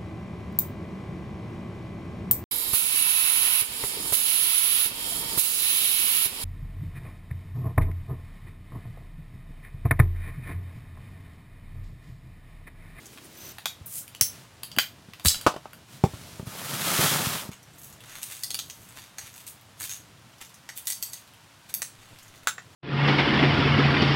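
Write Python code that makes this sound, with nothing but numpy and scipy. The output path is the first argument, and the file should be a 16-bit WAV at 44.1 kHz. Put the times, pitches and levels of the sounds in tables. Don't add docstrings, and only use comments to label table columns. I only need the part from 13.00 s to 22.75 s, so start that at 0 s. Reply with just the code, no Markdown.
import sys
import numpy as np
from scipy import signal
from scipy.fft import rfft, irfft, next_fast_len
from scipy.io import wavfile

SR = 44100
rng = np.random.default_rng(int(sys.argv[2]) if len(sys.argv) > 2 else 0)


def pcm_store(signal):
    levels = np.round(np.clip(np.atleast_2d(signal), -1, 1) * 32767)
    wavfile.write(sys.argv[1], SR, levels.astype(np.int16).T)


N = 429971
TIME = np.arange(N) / SR
STOVE_FROM_S = 4.5

# (frequency [Hz], level [dB])
AIR_SPECTRUM = [(15, -46), (25, -37), (59, -8.5), (112, 1.5), (217, -7.5), (252, -10.5), (284, -9),
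                (395, -14.5), (591, -14.5), (687, -13.5), (900, -32), (1170, -43), (1980, -120)]
HISS_SPECTRUM = [(300, -30), (600, -5), (900, 1.5), (1500, -0.5), (2200, -3), (3000, -2.5), (4600, -6),
                 (7000, -9), (10000, -12), (16000, -20)]
SCRAPE_SPECTRUM = [(300, -22), (1000, -4.5), (2000, 1.5), (2800, 2), (4500, -6), (6300, -3.5), (9000, 0.5),
                   (13000, 1), (16000, -4)]
# (frequency [Hz], level [dB], t60 [s])
GROUND_MODES = [(160, -13, 0.065), (383, 1, 0.03), (607, 3.5, 0.041), (880, 4, 0.029), (1130, -4.5, 0.027),
                (1260, 0, 0.016)]
TONG_MODES = [(1980, 6, 0.045), (3660, 8.5, 0.014), (4130, 5, 0.043), (4440, -2, .1), (4605, 9, 0.059),
              (5800, 7, 0.067), (6204, -1, 0.091), (6480, 13, 0.041), (7650, 5.5, 0.071), (8290, -3, 0.15),
              (10240, -6, 0.12), (11800, -7, 0.14)]


def amp(db):
    return 10 ** (np.asarray(db) / 20)


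def unit(x):
    return x / np.sqrt(np.sum(x ** 2) + 1e-20)


def add(track, s, sound):
    at = max(0, int(round(s * SR)))
    track[at:at + len(sound)] += sound[:max(0, N - at)]


def coloured(x, spectrum, tilt_db=0):
    size = 2 * next_fast_len(len(x))
    octave = np.log2(np.maximum(np.arange(size // 2 + 1) * SR / size, 10))
    hz, db = np.transpose(spectrum)
    gain_db = np.interp(octave, np.log2(hz), db) + tilt_db * (octave - octave.mean())
    cepstrum = irfft(np.log(amp(gain_db)))
    cepstrum[1:size // 2] *= 2
    cepstrum[size // 2 + 1:] = 0
    return irfft(rfft(x, size) * np.exp(rfft(cepstrum)))[:len(x)]


def resonate(x, hz, q):
    return signal.lfilter(*signal.iirpeak(min(hz, .4 * SR), q, fs=SR), x)


def drift(rate):
    return np.interp(TIME * rate, np.arange(N), rng.standard_normal(N))


def grains(size, spread_db):
    return rng.standard_normal(size) * amp(spread_db * np.minimum(rng.exponential(1, size), 6))


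def noise(spectrum, spread_db=0):
    return unit(coloured(grains(N, spread_db), spectrum)) * np.sqrt(N)


def crack(spectrum, t60):
    t = TIME[:SR // 10]
    envelope = (1 - np.exp(-t / 0.00011)) * amp(-60 * t / t60)
    return unit(coloured(rng.choice([-1, 1], len(t)) * envelope, spectrum))


def ring(modes, scatter_db):
    hz, db, t60 = np.transpose(modes)[:, :, None]
    t = TIME[:SR // 2]
    strength = amp(db + scatter_db * rng.standard_normal(db.shape)) * rng.choice([-1, 1], db.shape)
    hz = hz * (1 + .001 * rng.standard_normal(hz.shape))
    return unit(np.sum(strength * amp(-60 * t / t60) * np.sin(2 * np.pi * hz * t), axis=0))


def clicks(contacts, crack_t60, mid_db, resonance_db, q, modes=None):
    out = np.zeros(N)
    for s, db, body_db, treble_db, hz, *ring_db in contacts:
        spectrum = [(200, body_db - 18), (700, body_db), (1900, body_db + 2.5), (3200, mid_db),
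                    (6500, mid_db), (9000, treble_db), (15000, treble_db - 2)]
        crunch = crack(spectrum, crack_t60)
        resonance = amp(resonance_db) * unit(resonate(crunch, hz, q))
        add(out, s + 0.00093, amp(db) * unit(crunch + resonance))
        if modes:
            add(out, s + .001, amp(db + ring_db[0]) * ring(modes, scatter_db=2.5))
    return out


def strokes(swells, spectrum, spread_db):
    out, t = np.zeros(N), TIME[:SR // 2]
    for s, half_width, db, tilt_db in swells:
        hiss = unit(coloured(grains(len(t), spread_db), spectrum, tilt_db)) * np.sqrt(len(t))
        envelope = np.exp(-((t - t.mean()) / half_width) ** 2 / 2)
        add(out, s - t.mean(), amp(db) * hiss * envelope)
    return out


def tent(x, echo_s, echo_db, tail_db, t60):
    tail_spectrum = [(100, -5), (1000, -3.5), (4000, 6), (9000, 6.5), (16000, 5)]
    t = TIME[:SR // 2]
    tail = rng.standard_normal(len(t)) * amp(-60 * t / t60) * np.clip((t - .003) / 0.0082, 0, 1)
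    response = amp(tail_db) * unit(coloured(tail, tail_spectrum))
    add(response, 0, np.ones(1))
    add(response, echo_s, amp([echo_db]))
    return signal.fftconvolve(x, response)[:N]


def air_and_burner():
    # (time [s], relative level [dB])
    stove_rush = [(4.6, -58), (4.84, -58), (7.28, -59.5), (7.84, -62), (9.7, -58.5)]
    at_stove = TIME > STOVE_FROM_S
    stove_db = np.interp(TIME, *np.transpose(stove_rush)) + 2
    rush = amp(np.where(at_stove, stove_db, -56) + 2 * drift(24)) * noise(AIR_SPECTRUM)
    fizz = amp(np.where(at_stove, -56, -56.5) + .4 * drift(33)) * noise(HISS_SPECTRUM, spread_db=2.5)
    return rush + fizz


def whistle(hz, waver):
    strength = drift(300)
    pitch = hz * (1 + waver * (drift(15) + drift(900)))
    return strength * np.sin(2 * np.pi * np.cumsum(pitch) / SR)


def fire():
    # (frequency [Hz], level [dB])
    flame_spectrum = [(100, -19), (220, -2.5), (330, 0.5), (500, -9.5), (1000, -21), (4000, -15.5),
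                      (16000, -21)]
    # (time [s], relative level [dB], body [dB], treble [dB], resonance [Hz])
    wood_snaps = [(0.056, -28, -30.5, -12, 6300), (0.128, -36, -25, -4, 2150),
                  (0.173, -27.5, -3, -12, 3510), (0.244, -31.5, -6, -17, 9830)]
    flames = amp(-52.5) * noise(flame_spectrum, spread_db=2.5) * amp(2 * drift(20.6))
    steam = amp(-47) * whistle(6190, waver=0.016) + amp(-44) * whistle(14300, waver=.02)
    steam += amp(-49) * noise([(1000, -2), (5000, -1), (16000, -12)])
    swell = np.interp(TIME, [.27, .35, .44, .52], [0.055, 0.21, 1, 0.96])
    snaps = amp(7) * clicks(wood_snaps, crack_t60=0.032, mid_db=-18.5, resonance_db=7, q=6)
    snaps = tent(snaps, echo_s=0.0087, echo_db=-1, tail_db=-6, t60=0.18)
    fade_out = np.interp(TIME, [.52, .533], [1, 0])
    return (flames + swell * steam + snaps) * fade_out


def sleeve():
    # (centre time [s], half width [s], level [dB], tilt [dB/octave])
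    moves = [(.47, .08, -50.5, 3.5), (1.36, .07, -51, 2), (2.43, .06, -50.5, 1), (2.947, .04, -50, 3),
             (3.157, 0.1, -49, 2), (3.32, 0.1, -48.5, 2.7)]
    flapping = sum(amp(db - 3) * np.exp(-((TIME - s) / half_width) ** 2 / 2)
                   for s, half_width, db, _ in moves)
    return strokes(moves, HISS_SPECTRUM, spread_db=3.1) + flapping * noise(AIR_SPECTRUM)


def bottle():
    # (time [s], relative level [dB], body [dB], treble [dB], resonance [Hz], ring [dB re crack])
    bites = [(.583, -22.5, -3, -12, 3500, -13), (.656, -8, -13, -18, 3400, -15),
             (1.078, -28, -34, -8, 2180, -14), (1.148, -24.5, -19, -17, 2950, -18),
             (1.21, 3.5, -23, -12, 5940, -28), (1.632, -16, -9, -2.5, 4560, -8),
             (1.715, -28, -23, -21, 4600, 0), (1.763, -22.5, -5, -7, 2920, -3.5),
             (1.7845, 0, -14.5, -17, 3150, -5.5), (2.134, -26.5, -15.5, -24, 2660, -18),
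             (2.196, -28, -13, -19, 3500, -7), (2.344, -21, -19.5, -21.5, 4650, 3.5),
             (2.411, -22.5, -12, -7, 4610, -6), (2.731, -29, -2, -14, 13000, -6.5)]
    tears = [(2.2479, -10.5, -3, -4, 6620, -5), (2.2566, -3.5, -10.5, -8, 3830, -1),
             (2.2695, -8, -27, -14, 7700, 3), (2.2824, -0.5, -43, -21.5, 7560, -13)]
    # (frequency [Hz], level [dB], t60 [s])
    opener_modes = [(1437, -4.5, 0.033), (2310, -17, .04), (2840, 0, .05), (3120, -1.5, 0.042),
                    (3220, 1.5, .05), (4530, -7, 0.091), (4690, 1.5, 0.076), (5100, -9.5, 0.061),
                    (6700, -14, .1)]
    cap_modes = [(3912, 0, 0.22), (3954, 7.5, 0.26), (4560, 5, 0.058), (4530, -4, 0.24), (5820, -9, .1),
                 (7200, -15, .18), (7700, 2.5, 0.11), (7470, -5, 0.17), (8587, -9, .16), (10110, -5, .14)]
    # (centre time [s], half width [s], level [dB], tilt [dB/octave])
    puffs = [(0.864, .008, -31.5, 15.5), (0.945, .04, -38, 4), (0.977, .018, -34, 3.5),
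             (2.273, 0.013, -21, 4.5), (2.305, .012, -33, -3), (2.35, .02, -43, -4.5)]
    # (frequency [Hz], level [dB])
    gas_spectrum = [(500, -22), (2500, -7), (4500, -8), (8500, 2), (12000, -0.5), (16000, -6)]
    seal_breaks_s = .859
    prying = clicks(bites, crack_t60=0.019, mid_db=-18, resonance_db=-4.5, q=8.6, modes=opener_modes)
    pop = clicks(tears, crack_t60=0.024, mid_db=-13, resonance_db=-5.5, q=14, modes=cap_modes)
    gas = strokes(puffs, gas_spectrum, spread_db=5) * (TIME > seal_breaks_s)
    direct = amp(9.5) * prying + amp(10.5) * pop + gas
    return tent(direct, echo_s=.0085, echo_db=-9.5, tail_db=-4, t60=0.22)


def bumps():
    # (time [s], relative level [dB], pitch [Hz], relative slap level [dB])
    blows = [(0.811, -36, 89, -28), (1.214, -30, 114, -25), (1.774, -27.5, 255, -13),
             (2.086, -38.5, 185, -12.5), (2.251, -21.5, 170, -14), (2.261, -16, 73, -25),
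             (3.038, -9, 161, -6), (3.136, -33, 104, -9), (3.397, -27.5, 171, -9.5), (3.428, -32, 175, -26),
             (3.471, -28.5, 136, -22), (3.989, -22, 124, -4.5), (4.269, -22.5, 158, -15),
             (4.49, -27, 174, -15)]
    # (frequency [Hz], level [dB])
    slap_spectrum = [(60, -11), (250, 2), (400, 2), (800, -9.5), (1250, -12), (1600, -22), (5000, -31),
                     (16000, -43.5)]
    decay_cycles = 4.7
    out, t = np.zeros(N), TIME[:SR // 5]
    for s, db, hz, slap_db in blows:
        add(out, s, -amp(db + 6) * np.sin(2 * np.pi * hz * t) * amp(-60 * t * hz / decay_cycles))
        add(out, s, amp(db + slap_db + 23) * crack(slap_spectrum, t60=0.03))
        add(out, s, amp(db + slap_db + 17) * ring(GROUND_MODES, scatter_db=-1.5))
    out = signal.sosfilt(signal.butter(3, 55, "high", fs=SR, output="sos"), out)
    return tent(out, echo_s=0.0076, echo_db=-12.5, tail_db=-1, t60=0.12)


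def cap_landing():
    # (time [s], relative level [dB])
    bounces = [(2.464, -2), (2.4691, -1), (2.517, -34), (2.539, -25), (2.562, -20.5), (2.655, -28)]
    # (frequency [Hz], level [dB])
    knock_spectrum = [(30, -48), (90, -12), (350, -6.5), (700, 2), (1300, 2.5), (1800, -15), (2900, -11),
                      (6000, -20.5), (16000, -34)]
    out = np.zeros(N)
    for s, db in bounces:
        add(out, s + 0.00091, amp(db + 13) * ring(GROUND_MODES, scatter_db=-0.5))
        add(out, s + .001, amp(db + 11.5) * crack(knock_spectrum, t60=0.054))
    out = signal.sosfilt(signal.butter(2, 55, "high", fs=SR, output="sos"), out)
    return tent(out, echo_s=0.004, echo_db=-25, tail_db=-6.5, t60=0.17)


def bag():
    # (frequency [Hz], level [dB])
    rub_spectrum = [(590, -23), (1000, -3), (1320, 1.5), (1430, -1.5), (2250, -3.5), (3120, -5), (3840, -4),
                    (12800, -6), (16000, -9)]
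    rumble_spectrum = [(30, -31), (70, -6), (150, 9.5), (300, 0), (900, 0), (1300, -13), (2000, -22),
                       (5000, -52)]
    # (frequency [Hz], quality factor [1], relative level [dB])
    skin_resonances = [(1310, 7.1, -9), (3220, 5, -3)]
    start_s, fastest_s, stop_s = 3.45, 4.027, 4.39
    gather_db_per_s, slow_db_per_s, brake_db_per_s = 40, 32.5, 128
    creases_per_s = 110
    speed_db = -(gather_db_per_s * np.maximum(fastest_s - TIME, 0)
                 + slow_db_per_s * np.maximum(TIME - fastest_s, 0)
                 + brake_db_per_s * np.maximum(TIME - stop_s, 0))
    creases = (rng.random(N) < creases_per_s / SR) * amp(3 * rng.standard_normal(N))
    rub = noise(rub_spectrum, spread_db=2) * amp(drift(70))
    rub += amp(14.5) * signal.fftconvolve(creases, crack(rub_spectrum, t60=0.0055))[:N]
    scuffs = sum(amp(db + 5 * drift(35)) * resonate(rub, hz, q) for hz, q, db in skin_resonances)
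    friction = amp(-22 + speed_db) * (rub + .5 * scuffs)
    rumble = amp(-30.5 + 0.88 * speed_db + 3.25 * drift(50)) * noise(rumble_spectrum)
    pulling = np.clip((TIME - start_s) / 0.022, 0, 1) * (TIME < STOVE_FROM_S)
    return (friction + rumble) * pulling


def scraping():
    # (centre time [s], half width [s], relative level [dB], tilt [dB/octave])
    slides = [(4.525, 0.0055, -40.5, -4), (4.84, 0.048, -47, 7), (5.14, 0.061, -42, -3),
              (5.3, 0.091, -41.5, 0), (5.74, 0.078, -48.5, 3), (5.98, 0.058, -47.5, -2.5),
              (6.24, 0.036, -44, -2), (6.38, 0.047, -47.5, 0.5), (6.49, 0.017, -39, 4),
              (6.83, 0.024, -34, 1.5), (6.91, 0.041, -40, 0), (7.415, 0.0064, -40.5, -3.5),
              (7.775, .012, -34, 3), (7.89, 0.024, -35, 3), (8.07, 0.076, -48.5, 3.5),
              (8.7, .009, -40.5, -1.5), (9.2, 0.45, -56, -5)]
    catches_per_s, catch_t60 = 60, 0.011
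    catch_envelope = amp(13 - 60 * TIME[:SR // 20] / catch_t60)
    catches = signal.fftconvolve(rng.random(N) < catches_per_s / SR, catch_envelope)[:N]
    grit = strokes(slides, SCRAPE_SPECTRUM, spread_db=3) * (amp(2.8 * drift(160)) + catches)
    singing = sum(amp(db + 5 * drift(12)) * resonate(grit, hz, q=25) for hz, db, _ in TONG_MODES[1:])
    return amp(-9) * (grit + .5 * singing)


def sizzle():
    # (frequency [Hz], level [dB])
    spit_spectrum = [(2000, -18), (5000, -5), (9000, -6), (16000, -1)]
    spits_per_s = 14
    spits = (rng.random(N) < spits_per_s / SR) * (TIME > STOVE_FROM_S)
    strength = amp(9.4 * rng.standard_normal(N))
    return amp(-50) * signal.fftconvolve(spits * strength, crack(spit_spectrum, t60=0.0073))[:N]


def grazes():
    grazes_per_s, span_s = 5, TIME[-1] - STOVE_FROM_S
    out = np.zeros(N)
    for when, force, spot in rng.random((int(grazes_per_s * span_s), 3)):
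        touch = crack(SCRAPE_SPECTRUM, t60=0.04)
        resonance = resonate(touch, 3000 * 2 ** (1.4 * spot), q=5.4)
        add(out, STOVE_FROM_S + when * span_s, amp(-32 + 9 * force) * unit(touch + 4 * resonance))
    return out


def scallops():
    # (time [s], relative level [dB], body [dB], treble [dB], resonance [Hz], ring [dB re crack])
    taps = [(5.229, -14.5, -29, -17, 8900, -24), (5.434, -10.5, -35, -10, 4500, -10),
            (5.504, -14.5, -25, -16, 4470, -7), (5.543, -10.5, -20.5, -15, 4520, -14),
            (5.589, -13.5, -22, -20, 3700, -7), (5.698, -22, -27, -22.5, 5850, -7),
            (6.183, -20, -12, -15, 6400, -0.5), (6.476, -23, -25, -16, 8450, -22),
            (6.807, -19.5, -5.5, -10, 8100, -17), (7.689, -20.5, -14.5, -23.5, 1900, -5),
            (7.87, -9.5, -25, -8, 6200, -8), (7.901, -11.5, -26, -12, 8300, -7),
            (7.921, -14.5, -31, -11, 6100, -7), (8.025, -12, -30, -14, 12700, -1.5),
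            (8.132, -19, -33, -14, 6340, -6), (8.739, -7.5, -22.5, -8.5, 12300, -12),
            (8.818, -11, -18, -19.5, 8250, -10)]
    knocks = [(9.471, -7, -11, -17.5, 1380, -6), (9.58, -23.5, 2, -32, 1500, -13)]
    # (frequency [Hz], level [dB], t60 [s])
    shell_modes = [(863, -11, 0.058), (1170, -3.5, 0.054), (1420, -1, .04), (2242, -2, .05),
                   (2670, 3.5, 0.039), (3900, -14, 0.057), (5720, -21, .1), (6820, -10, 0.11),
                   (7500, -5, 0.12)]
    tongs = clicks(taps, crack_t60=0.021, mid_db=-17, resonance_db=-5.5, q=12, modes=TONG_MODES)
    shell = clicks(knocks, crack_t60=0.017, mid_db=-11.5, resonance_db=-0.5, q=6, modes=shell_modes)
    cooking = amp(9) * tongs + scraping() + sizzle() + grazes()
    return (tent(cooking, echo_s=.0077, echo_db=-4, tail_db=-4.5, t60=0.25)
            + tent(amp(12.5) * shell, echo_s=0.008, echo_db=-9.5, tail_db=-1.5, t60=0.15))


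def scene():
    mono = air_and_burner() + fire() + sleeve() + bottle() + bumps() + cap_landing() + bag() + scallops()
    return np.array([mono, mono])


def record(dry):
    low_pass = signal.ellip(10, .1, 70, 15900, fs=SR, output="sos")
    return signal.sosfilt(low_pass, np.clip(dry, -1, 1))


dry = scene()
out = record(dry)
pcm_store(out)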